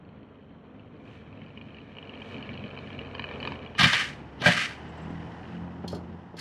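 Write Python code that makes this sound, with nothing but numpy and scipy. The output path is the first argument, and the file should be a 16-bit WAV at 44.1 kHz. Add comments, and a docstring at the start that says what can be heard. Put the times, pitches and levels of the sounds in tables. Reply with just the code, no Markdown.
"""A walled garage ramp by a city street: a small car climbs out, its engine labouring and ticking as
the revs sag. Front, then rear wheels thump over a speed bump whose loose segments clatter and rattle.
The car passes with a low exhaust drone, clunks over something further on and rattles faintly once more.
Engine: sines at multiples of the firing rate, puffs and ringing ticks. Road: coloured noise and grains.
Bump and clunks: decaying bursts through resonances. Walls: a short noise reverb. City: steady noise."""
import sys
import numpy as np
from scipy import signal
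from scipy.fft import rfft, irfft, next_fast_len
from scipy.io import wavfile
from scipy.ndimage import map_coordinates

SR = 44100
rng = np.random.default_rng(int(sys.argv[2]) if len(sys.argv) > 2 else 0)


def file_out(sig):
    """Save sig as 16-bit WAV at sys.argv[1]."""
    # one column per channel
    cols = np.atleast_2d(sig).T
    # limit, then scale
    lim = np.clip(cols, -1, 1)
    pcm = np.round(lim * 32767).astype(np.int16)
    wavfile.write(sys.argv[1], SR, pcm)


N = 282537

# stages of the drive: (start s, end s)
EMERGING, CRESTING, PASSING, LEAVING = (0.52, 1.76), (3, 3.2), (3.6, 4.6), (5.58, 5.64)
CRUISE_DB = -50  # reference road level for the rumble and hiss

# loudness of tyres and engine air: t/s, level/dB
ROAD = [(0, -59), (.95, -58.5), (1.4, -56), (1.88, -55.5), (2.02, -52.5), (2.35, -48.5), (2.95, -49),
        (3.4, -45), (3.75, -50.5), (4.35, -53.5), (4.7, -50), (5.1, -48.5), (6, -52), (6.3, -56.5)]
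# low rumble, car side-on: f/Hz, relative level/dB
RUMBLE_SIDE = [(15, -43), (35, -18), (55, -14), (80, -2), (150, 1.5), (220, -1.5), (270, 0), (325, -5),
               (450, -9), (800, -35.5), (2500, -100)]
# chatter of the bump under the front axle: f/Hz, relative level/dB
CLATTER_FRONT = [(240, -53.5), (400, -26.5), (690, -9), (840, -7.5), (1230, -4), (1450, -12), (1850, -7.5),
                 (2780, -5.5), (3050, 0), (5930, -18.5), (7220, -43), (9930, -32), (15000, -54)]
# front and rear wheels strike the bump:
# t/s, clatter/dB, hollow knock/dB, thump/dB, first touches relative to the strike/dB
AXLES = [(3.831, -13.5, -27.5, -15, -1.5), (4.459, -13.5, -16, -14.5, -11)]
# dull clunks further on: t/s, level/dB, t60/s
CLUNKS = [(5.832, -47, .06), (5.841, -29, 0.049), (5.928, -29, .08), (5.937, -32, 0.048),
          (5.948, -38, 0.26), (6.339, -38.5, 0.092)]


def amp(db):
    """Decibels to gain."""
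    return np.exp(np.asarray(db) * np.log(10) / 20)


def unit(x):
    """Scale to rms 1."""
    return x / np.sqrt(np.mean(x ** 2) + 1e-20)


def along(points, hz):
    """(f/Hz, value) points read on a log frequency axis."""
    f, v = np.transpose(points)
    return np.interp(np.log(hz + 1), np.log(f + 1), v)


def curves(rows):
    """One value per sample for each column after the time."""
    s, *cols = np.transpose(rows)
    return [np.interp(np.arange(N) / SR, s, c) for c in cols]


def wobble(rate):
    """A smooth random curve, rate knots a second."""
    at = np.linspace(0, N * rate / SR, N // 64)
    knots = rng.standard_normal(int(at[-1]) + 4)
    return np.interp(np.arange(N) * rate / SR, at, map_coordinates(knots, [at]))


def filtered(x, response):
    """x through a response of frequency that keeps the power of white noise."""
    m = next_fast_len(N + SR // 2)
    h = response(np.fft.rfftfreq(m, 1 / SR))
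    return irfft(rfft(x, m) * h / np.sqrt(np.mean(np.abs(h) ** 2)), m)[..., :N]


def coloured(x, spectrum):
    """x with a smooth spectrum of (f/Hz, level/dB)."""
    return filtered(x, lambda hz: amp(along(spectrum, hz)))


def resonant(x, peaks):
    """x through a body with (f/Hz, width/Hz, level/dB) resonances of alternating sign."""
    def response(f):
        h = 0
        for k, (centre, width, db) in enumerate(peaks):
            damping = 1j * f * width
            h = h + (-1) ** k * amp(db) * damping / (centre * centre - f * f + damping)
        return h
    return filtered(x, response)


def noise():
    """White noise of rms about 1."""
    return rng.standard_normal(N)


def grains(rate, spread_db):
    """Tiny random contacts, rate a second, of uneven size and either sign, rms 1."""
    where, size, way = rng.random((int(rate * N / SR), 3)).T
    push = np.sign(way - .5) * amp(spread_db * np.sqrt(12) * size)
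    return unit(np.bincount((where * N).astype(int), push, N))


def add(track, s, sound):
    """Mix a sound into a track at a time."""
    part = track[max(round(s * SR), 0):][:len(sound)]
    part += sound[:len(part)]


def bursts(rows, attack):
    """Envelope of (t/s, level/dB, t60/s) blows, whose powers sum."""
    power, t = np.zeros(N), np.arange(SR // 3) / SR
    for s, db, t60 in rows:
        add(power, s, (amp(db - 60 * t / t60) * (1 - np.exp(-t / attack))) ** 2)
    return np.sqrt(power)


def ring(modes, vary_db, detune, attack, size):
    """One blow on (f/Hz, level/dB, t60/s) modes, each at a new strength and slightly new pitch."""
    hz, db, t60 = np.transpose(modes)[:, :, None]
    t = np.arange(size) / SR
    level, shift = rng.standard_normal((2, len(hz), 1))
    decay = amp(db + vary_db * level - 60 * t / t60)
    waves = decay * np.sin(2 * np.pi * hz * (1 + detune * shift) * t)
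    return (-1) ** np.arange(len(hz)) @ waves * (1 - np.exp(-t / attack))


def stage(span):
    """Progress, 0 to 1, through a stage of the drive."""
    return np.clip((np.arange(N) / SR - span[0]) / (span[1] - span[0]), 0, 1)


def between(before, after, share):
    """Slide from one value to another."""
    return before + (after - before) * share


def blend(before, after, share):
    """Equal-power crossfade of two sounds."""
    return np.sqrt(1 - share) * before + np.sqrt(share) * after


def treble_db():
    """Level of the car's hiss: it follows the road, shaded by the garage and later by the car's own body."""
    level_db, growth = -54, 0.85  # growth: dB for each dB of the road
    garage_shade_db, behind_shade_db = 5.5, 4
    shade_db = garage_shade_db * (1 - stage(EMERGING)) + behind_shade_db * stage(LEAVING)
    return level_db + growth * (curves(ROAD)[0] - CRUISE_DB) - shade_db


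def traffic():
    """The low, steady wash of the city: coloured noise with a slight swell."""
    # distant city: f/Hz, relative level/dB
    city_spectrum = [(20, -29), (50, -13.5), (90, -5), (160, -4), (250, 0), (400, -12), (700, -15.5),
                     (2000, -36), (6000, -70)]
    return amp(-55 + 1.2 * wobble(5)) * coloured(noise(), city_spectrum)


def firing_count():
    """Firings since the start, the engine speed summed over time; the revs waver a little."""
    # engine speed before the waver: t/s, firings a second
    revs = [(0, 50.6), (1.3, 51.2), (2.2, 48), (3, 46.1), (3.8, 41), (4.3, 34), (4.6, 35.7), (4.9, 39.5),
            (5.55, 43.6), (5.9, 43.6), (6.41, 42.7)]
    return np.cumsum(curves(revs)[0] * (1 + .004 * wobble(8))) / SR


def exhaust_drone(count):
    """Low multiples of the firing rate, their balance turning with the car."""
    # overall drone before the balance of its lines: t/s, level/dB
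    drone_levels = [(.9, -65), (1.3, -52.5), (2, -58), (3.2, -47.5), (4.4, -54.5), (4.8, -55),
                    (5.15, -44.5), (5.35, -52), (5.6, -46), (5.78, -49.5), (6, -46), (6.3, -57.5)]
    # exhaust lines: multiple of the firing rate, garage mouth/dB, head-on/dB, side-on/dB
    line_levels = [(1, -16, -16, -20.5), (1.5, 1, -9, -18.5), (2, 2, -1.5, 0.5), (3, -0.5, -2, -6),
                   (4, -3, -11, 3), (5, -12, -13.5, -1.5), (6, -20, -18, -6.5), (8, -16, -17.5, -6)]
    drone_db, = curves(drone_levels)
    emerged, passed = stage(EMERGING), stage(PASSING)
    out = np.zeros(N)
    for multiple, deep_db, front_db, side_db in line_levels:
        db = drone_db + between(between(deep_db, front_db, emerged), side_db, passed)
        # the phase drifts at random, as wall echoes shift when the car moves
        phase = multiple * count + rng.random() + 0.037 * wobble(12)
        out += amp(db + 2.0 + 2.5 * wobble(9)) * np.sin(2 * np.pi * phase)
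    return out


def rumble(flutter):
    """Low noise that grows with the road and flutters with the firings, turning head-on to side-on."""
    # low rumble, head-on: f/Hz, relative level/dB
    rumble_front = [(15, -49.5), (35, -19), (55, -12), (80, -5), (135, 1), (190, -3), (215, 4.5), (240, 1),
                    (270, 1.5), (320, -8), (450, -8.5), (800, -35), (2500, -100)]
    level_db, growth = -46, 0.69  # growth: dB for each dB of the road
    db = level_db + growth * (curves(ROAD)[0] - CRUISE_DB)
    front = coloured(noise() * flutter, rumble_front)
    side = coloured(noise() * flutter, RUMBLE_SIDE)
    return amp(db + 1.8 * wobble(14)) * blend(front, side, stage(PASSING))


def tyre_roar():
    """Dense tread contacts, as coloured grains, turning from head-on to side-on."""
    # tyre roar, head-on: f/Hz, relative level/dB
    roar_front = [(60, -50.5), (250, -20), (430, 2.5), (540, -0.5), (690, -2.5), (820, -7.5), (1100, -6.5),
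                  (1400, -11), (2200, -23), (4500, -92.5)]
    # tyre roar, side-on: f/Hz, relative level/dB
    roar_side = [(60, -52.5), (250, -20), (430, 0), (570, -1), (780, 2), (980, 0), (1150, -5.5),
                 (1400, -9.5), (2200, -24), (6000, -89)]
    front = coloured(grains(rate=4000, spread_db=4), roar_front)
    side = coloured(grains(rate=4000, spread_db=4), roar_side)
    return amp(curves(ROAD)[0] + 1 + 0.74 * wobble(12)) * blend(front, side, stage(PASSING))


def hiss_and_scuffs(flutter):
    """Fluttering engine air and fine tyre hiss; tread scuffs swell both and crackle with grit."""
    # engine air in the garage mouth: f/Hz, relative level/dB
    hiss_deep = [(820, -29), (1400, -5.5), (2020, -5.5), (2450, -9), (2850, -13.5), (3110, -5), (3490, -15),
                 (4210, -20), (5000, -46), (7800, -85)]
    # engine air, head-on: f/Hz, relative level/dB
    hiss_front = [(820, -44), (1400, -12), (1720, 2), (2080, -7.5), (2350, 5.5), (2690, -9.5), (2940, -4),
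                  (3450, -12.5), (3750, -9.5), (4240, -16.5), (4700, -25), (5120, -25.5), (6000, -32.5),
                  (7800, -65), (13200, -120)]
    # engine air, side-on: f/Hz, relative level/dB
    hiss_side = [(820, -18), (1400, -2), (1950, -0.5), (2310, -10), (2980, -6.5), (3360, -13), (4110, -19),
                 (5380, -23), (6000, -34), (7800, -60.5), (13200, -120)]
    # fine tyre hiss: f/Hz, relative level/dB
    fizz_spectrum = [(1500, -70.5), (3500, -21.5), (5500, 7.5), (8000, -3), (10500, -10), (12000, -20.5),
                     (15000, -32)]
    # grit crackle: f/Hz, relative level/dB
    grit_spectrum = [(1200, -35), (2500, 0), (4200, -1), (5200, -18), (9000, -33.5)]
    # tread scuffs: t/s, level of fine hiss/dB
    scuff_levels = [(1.13, -83), (2.3, -78.5), (2.89, -88), (3.47, -79)]
    scuff_width_s = 0.084
    fizz_front_db, fizz_side_db = -28, -22  # over the hiss
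    hiss_db, passed = treble_db(), stage(PASSING)
    t = np.arange(N) / SR
    scuffing = sum(amp(db) * np.exp(-((t - s) / scuff_width_s) ** 2) for s, db in scuff_levels)

    deep, front, side = [coloured(noise() * flutter, spectrum)
                         for spectrum in (hiss_deep, hiss_front, hiss_side)]
    approaching = amp(-2.0) * blend(deep, front, stage(EMERGING))
    hiss = (amp(hiss_db) + amp(19) * scuffing) * blend(approaching, side, passed)
    fizz_db = hiss_db + between(fizz_front_db, fizz_side_db, passed)
    fizz = (amp(fizz_db) + scuffing) * coloured(noise(), fizz_spectrum)
    grit = amp(14) * scuffing * coloured(grains(rate=350, spread_db=4), grit_spectrum)
    return hiss + fizz + grit


def road(count):
    """Rumble, tyres and engine air; the rumble and air share a flutter at the firing rate."""
    flutter = unit((1 + 0.18 * np.cos(2 * np.pi * count)) * amp(1.9 * wobble(45)))
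    return rumble(flutter) + tyre_roar() + hiss_and_scuffs(flutter)


def knocking(count):
    """Every firing ticks the engine block, the valves tick in between; under load some firings knock hard."""
    # the hardest engine knocks: t/s, relative level/dB
    hard_knocks = [(1.4169, -42), (1.5738, -38.5), (1.6125, -39), (1.9843, -35), (2.0265, -42),
                   (2.1374, -38), (2.2191, -36.5), (2.491, -34.5), (2.774, -33), (2.9027, -36.5),
                   (2.9899, -34), (3.1498, -32.5), (3.1947, -29), (3.2407, -29), (3.2884, -38),
                   (3.3114, -34), (3.4017, -36.5), (3.4279, -30), (3.451, -30), (3.4738, -26),
                   (3.5199, -33.5), (3.7508, -36)]
    # engine block: f/Hz, relative level/dB, t60/s
    block_modes = [(975, 3, 0.017), (1162, -4.5, 0.027), (1750, 0.5, 0.017), (2344, -3, 0.025),
                   (2552, -2.5, .028), (2942, -3, 0.028), (3153, -8, 0.019), (4115, -1, .018),
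                   (4545, -4.5, 0.011)]
    tick_front_db, tick_side_db, tick_garage_db = 7.5, -5.5, 5  # over the hiss; lost in the garage mouth
    # the block's outer modes: (dB behind the ramp's crest, dB in plain view)
    low_ring_db, high_ring_db = (-10.5, -2.5), (-22, -8.5)

    out = np.zeros(N)
    beats = np.flatnonzero(np.diff(np.floor(2 * count)))  # two ticks a firing
    size, late, low, high = rng.standard_normal((len(beats), 4)).T
    ticking_db = treble_db() + between(tick_front_db, tick_side_db, stage(PASSING))
    ticking_db -= tick_garage_db * (1 - stage(EMERGING))
    softer_db = 6 * (np.arange(len(beats)) % 2)  # every other tick
    tick_db = ticking_db[beats] + 5.9 * np.clip(size, -2, 1.5) - softer_db
    ticks = zip(beats / SR + 0.0016 * late, tick_db, -11 + 3 * low, -14 + 4 * high)
    knocks = [(s, db, np.interp(s, CRESTING, low_ring_db), np.interp(s, CRESTING, high_ring_db))
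              for s, db in hard_knocks]

    hz, level, t60 = np.transpose(block_modes)
    is_low, is_high = hz < 2000, hz > 3600
    for s, db, low_db, high_db in [*knocks, *ticks]:
        modes = np.transpose([hz, level + low_db * is_low + high_db * is_high, t60])
        add(out, s, amp(db + 1) * ring(modes, vary_db=3, detune=0.03, attack=.0006, size=1100))
    return out


def contacts():
    """Every axle touches, climbs, strikes, rolls over and drops: (t/s, clatter/dB, hollow knock/dB, thump/dB)."""
    # contacts around a strike: t after the strike/s, clatter/dB, hollow knock/dB, thump/dB
    contact_steps = [(-.039, -2.5, -1.5, -5.5), (-.023, 1.5, -6.5, -6.5), (0, 2.5, 0.5, 1),
                     (.012, -8, -3, -23.5), (.023, -6.5, -9, 1.5), (.04, -20, -20, -11.5)]
    rows = []
    for *axle, touch_db in AXLES:
        for step in contact_steps:
            is_first_touch = step[0] < -.01
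            rows.append(np.add(axle, step) + touch_db * is_first_touch * np.array([0, 1, 1, 1]))
    return np.array(rows)


def rattling():
    """Envelope of the rattling loose parts: a quick rise, a sagging hold, then they settle."""
    # loose parts rattle from each axle's first touch, and once more, faintly, further on:
    # t/s, level/dB, hold/s
    rattle_levels = [(3.78, -21, .235), (4.441, -23, .19), (6.372, -42, .2)]
    attack_s, sag_db_per_s, stop_db_per_s = .012, 25.5, 162  # the stop adds to the sag
    out = np.zeros(N)
    for s, db, hold in rattle_levels:
        age = np.maximum(np.arange(N) / SR - s, 0)
        fall_db = sag_db_per_s * age + stop_db_per_s * np.maximum(age - hold, 0)
        out += amp(db - fall_db) * (1 - np.exp(-age / attack_s))
    return out


def bump():
    """Each blow makes the segments chatter against the road; loose parts rattle from the first touch."""
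    # a lifted segment slaps back on the road: t/s, clatter/dB
    slap_levels = [(3.930, -16), (4.013, -26.5), (4.567, -28.5), (4.634, -34)]
    # chatter under the rear axle: f/Hz, relative level/dB
    clatter_rear = [(240, -49), (400, -16), (593, -7), (711, -4), (934, -16), (1640, -1), (2740, -25),
                    (3000, -17.5), (4320, -17), (10100, -40), (15000, -58)]
    # cavity under the bump: f/Hz, width/Hz, relative level/dB
    cavity = [(573, 87, -3.5), (704, 39, 1), (763, 56, -8.5), (1020, 220, -9.5)]
    # rattle of loose parts: f/Hz, relative level/dB
    rattle_spectrum = [(180, -52.5), (300, -19.5), (726, -25.5), (854, -29), (1200, -7), (1440, -9.5),
                       (1670, 0), (2430, -5), (2770, -6.5), (3110, -7.5), (3490, -13), (4760, -16),
                       (9610, -31.5), (12900, -48), (15000, -52.5)]
    # ring of the bump: f/Hz, width/Hz, relative level/dB
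    segment_modes = [(1213, 55, -7), (1405, 50, -8), (1607, 28, 0), (1790, 87, 0.5), (1910, 45, 1),
                     (2260, 83, -2), (2337, 51, 4.5), (2520, 50, -0.5), (2983, 33, 1), (3320, 45, 2.5),
                     (3655, 42, -5), (3960, 40, -3), (4380, 29, -7.5)]
    contact_t60_s, slap_t60_s = 0.099, 0.082
    slap_hollow_db = -22  # hollow knock relative to the clatter

    blows = [(s, clatter_db, hollow_db, contact_t60_s) for s, clatter_db, hollow_db, _ in contacts()]
    slaps = [(s, db, db + slap_hollow_db, slap_t60_s) for s, db in slap_levels]
    s, clatter_db, hollow_db, t60 = np.transpose(blows + slaps)
    chatter = bursts(zip(s, clatter_db, t60), attack=.001) * grains(rate=3000, spread_db=2.0)
    front = np.arange(N) / SR < 4.3  # before the rear axle arrives
    clatter = amp(-2) * coloured(chatter * front, CLATTER_FRONT)
    clatter += amp(-5) * coloured(chatter * ~front, clatter_rear)
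    knock = bursts(zip(s, hollow_db, t60), attack=0.0011) * noise()
    hollow = amp(-2.5) * resonant(knock, cavity)
    shaking = rattling() * amp(1.7 * wobble(90)) * grains(rate=3500, spread_db=1.0)
    rattle = amp(-0.5) * coloured(shaking, rattle_spectrum)
    ringing = resonant(amp(-5.0) * chatter + amp(-20) * shaking, segment_modes)
    return clatter + hollow + rattle + ringing


def squeeze():
    """Each tyre scrunches and booms as it presses into the rubber just before it strikes."""
    scrunch_db, boom_db = -33.5, -33.5
    lead_s, rise_s = .04, 0.009  # peak before the strike; rise and fall time
    t = np.arange(N) / SR
    swell = sum(np.exp(-np.abs(t - s + lead_s) / rise_s) for s, *_ in AXLES)
    scrunch = amp(scrunch_db) * coloured(grains(rate=2600, spread_db=2.5), CLATTER_FRONT)
    boom = amp(boom_db) * coloured(noise(), RUMBLE_SIDE)
    return swell * (scrunch + boom)


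def thumps():
    """Soft rubber contacts, and later the clunks, boom in wheel and body."""
    # wheel and body: f/Hz, relative level/dB, t60/s
    wheel_modes = [(90.5, -12, 0.064), (134.8, 1.5, 0.07), (169.4, -1, 0.078), (243.4, -6, 0.074)]
    out = np.zeros(N)
    jolts = [(s, db - 1) for s, db, _ in CLUNKS]  # boom 1 dB below its clunk's level
    for s, db in [*contacts()[:, [0, 3]], *jolts]:
        add(out, s, amp(db) * ring(wheel_modes, vary_db=1.5, detune=0.013, attack=0.0016, size=8000))
    return out


def brake_squeaks():
    """Faint brake squeaks: short noise bursts through one narrow high resonance."""
    # squeaks: t/s, level/dB, t60/s
    squeak_levels = [(4.715, -65, 0.074), (4.888, -63, .06), (4.972, -58, 0.052), (5.012, -65, .14),
                     (5.1, -67, 0.087)]
    return resonant(bursts(squeak_levels, attack=.004) * noise(), [(7650, 130, 0)])


def exhaust_puffs(count):
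    """Each firing puffs in the tailpipe as the car pulls away: a hard start, then weak uneven puffs."""
    # tailpipe: f/Hz, relative level/dB, t60/s
    pipe_modes = [(119, -2.5, 0.036), (208, 0, 0.026), (302, -3, 0.028)]
    pull_away_s, puffing_s = 5.078, .6
    first_db, fade_db_per_s, late_db, vary_db = -24, 70, -43.5, 4
    out = np.zeros(N)
    start = round(pull_away_s * SR)
    firings = np.floor(count[start:] - count[start])[:round(puffing_s * SR)]
    for age in np.flatnonzero(np.diff(firings, prepend=-1)) / SR:
        db = max(first_db - fade_db_per_s * age, late_db + vary_db * rng.standard_normal())
        puff = ring(pipe_modes, vary_db=3.5, detune=0.041, attack=0.0012, size=3000)
        add(out, pull_away_s + age, amp(db) * puff)
    return out


def clunks():
    """Dull knocks and chattering chinks of loose metal as the car rolls on, as shaped noise bursts."""
    # dull knock: f/Hz, relative level/dB
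    clunk_spectrum = [(25, -43.5), (60, -20), (150, -4.5), (350, 3), (750, -6), (1000, -17.5), (1350, -11),
                      (1900, -32.5), (5000, -55), (12000, -100)]
    # light metal chinks: t/s, level/dB, t60/s
    chink_levels = [(5.877, -34, 0.054), (5.897, -45.5, 0.086), (5.916, -44.5, .08), (5.944, -45.5, 0.11),
                    (6.366, -48, 0.18), (6.388, -37, .15)]
    # loose metal: f/Hz, width/Hz, relative level/dB
    metal_modes = [(3248, 130, -8.5), (4270, 110, 2), (4790, 150, -10), (5310, 85, -2), (6400, 110, -13),
                   (7200, 100, -9.5), (9230, 180, -17.5), (10170, 250, -21.5), (12500, 700, -30)]
    scrape_spectrum = [(500, -60), (1500, -19), (3000, 4), (4400, 7), (7000, -13), (13000, -20.5), (15000, -30)]
    knocks = coloured(bursts(CLUNKS, attack=0.00078) * noise(), clunk_spectrum)
    chatter = bursts(chink_levels, attack=0.0021) * noise()
    chinks = amp(-0.5) * resonant(chatter, metal_modes)
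    scrape = amp(-7) * coloured(chatter, scrape_spectrum)
    return knocks + chinks + scrape


def street(x):
    """The facade and ramp walls answer with a noise tail, the treble dying first."""
    # wall echo: f/Hz, t60/s
    street_decay = [(150, 0.49), (2000, 0.34), (10000, 0.27)]
    hz, t, z = signal.stft(rng.standard_normal(SR // 2), SR, nperseg=256)
    fade = amp(-60 * t / along(street_decay, hz)[:, None])
    tail = signal.istft(z * fade, SR, nperseg=256)[1]
    return signal.fftconvolve(x, tail / np.linalg.norm(tail))[:N]


def scene():
    """The whole car, heard alike in both channels; only its hits reach the walls."""
    count = firing_count()
    engine = exhaust_drone(count) + exhaust_puffs(count)
    hits = knocking(count) + bump() + squeeze() + thumps() + brake_squeaks() + clunks()
    mono = traffic() + engine + road(count) + hits + amp(-13.5) * street(hits)
    return np.array([mono, mono])


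def record(dry):
    """Round off the tallest peaks and keep nothing above the band limit."""
    top_hz = 14800
    soft = dry / (1 + (dry / .55) ** 4) ** .25
    m = next_fast_len(N + SR // 2)
    return irfft(rfft(soft, m) * (np.fft.rfftfreq(m, 1 / SR) < top_hz), m)[:, :N]


dry = scene()
out = record(dry)
file_out(out)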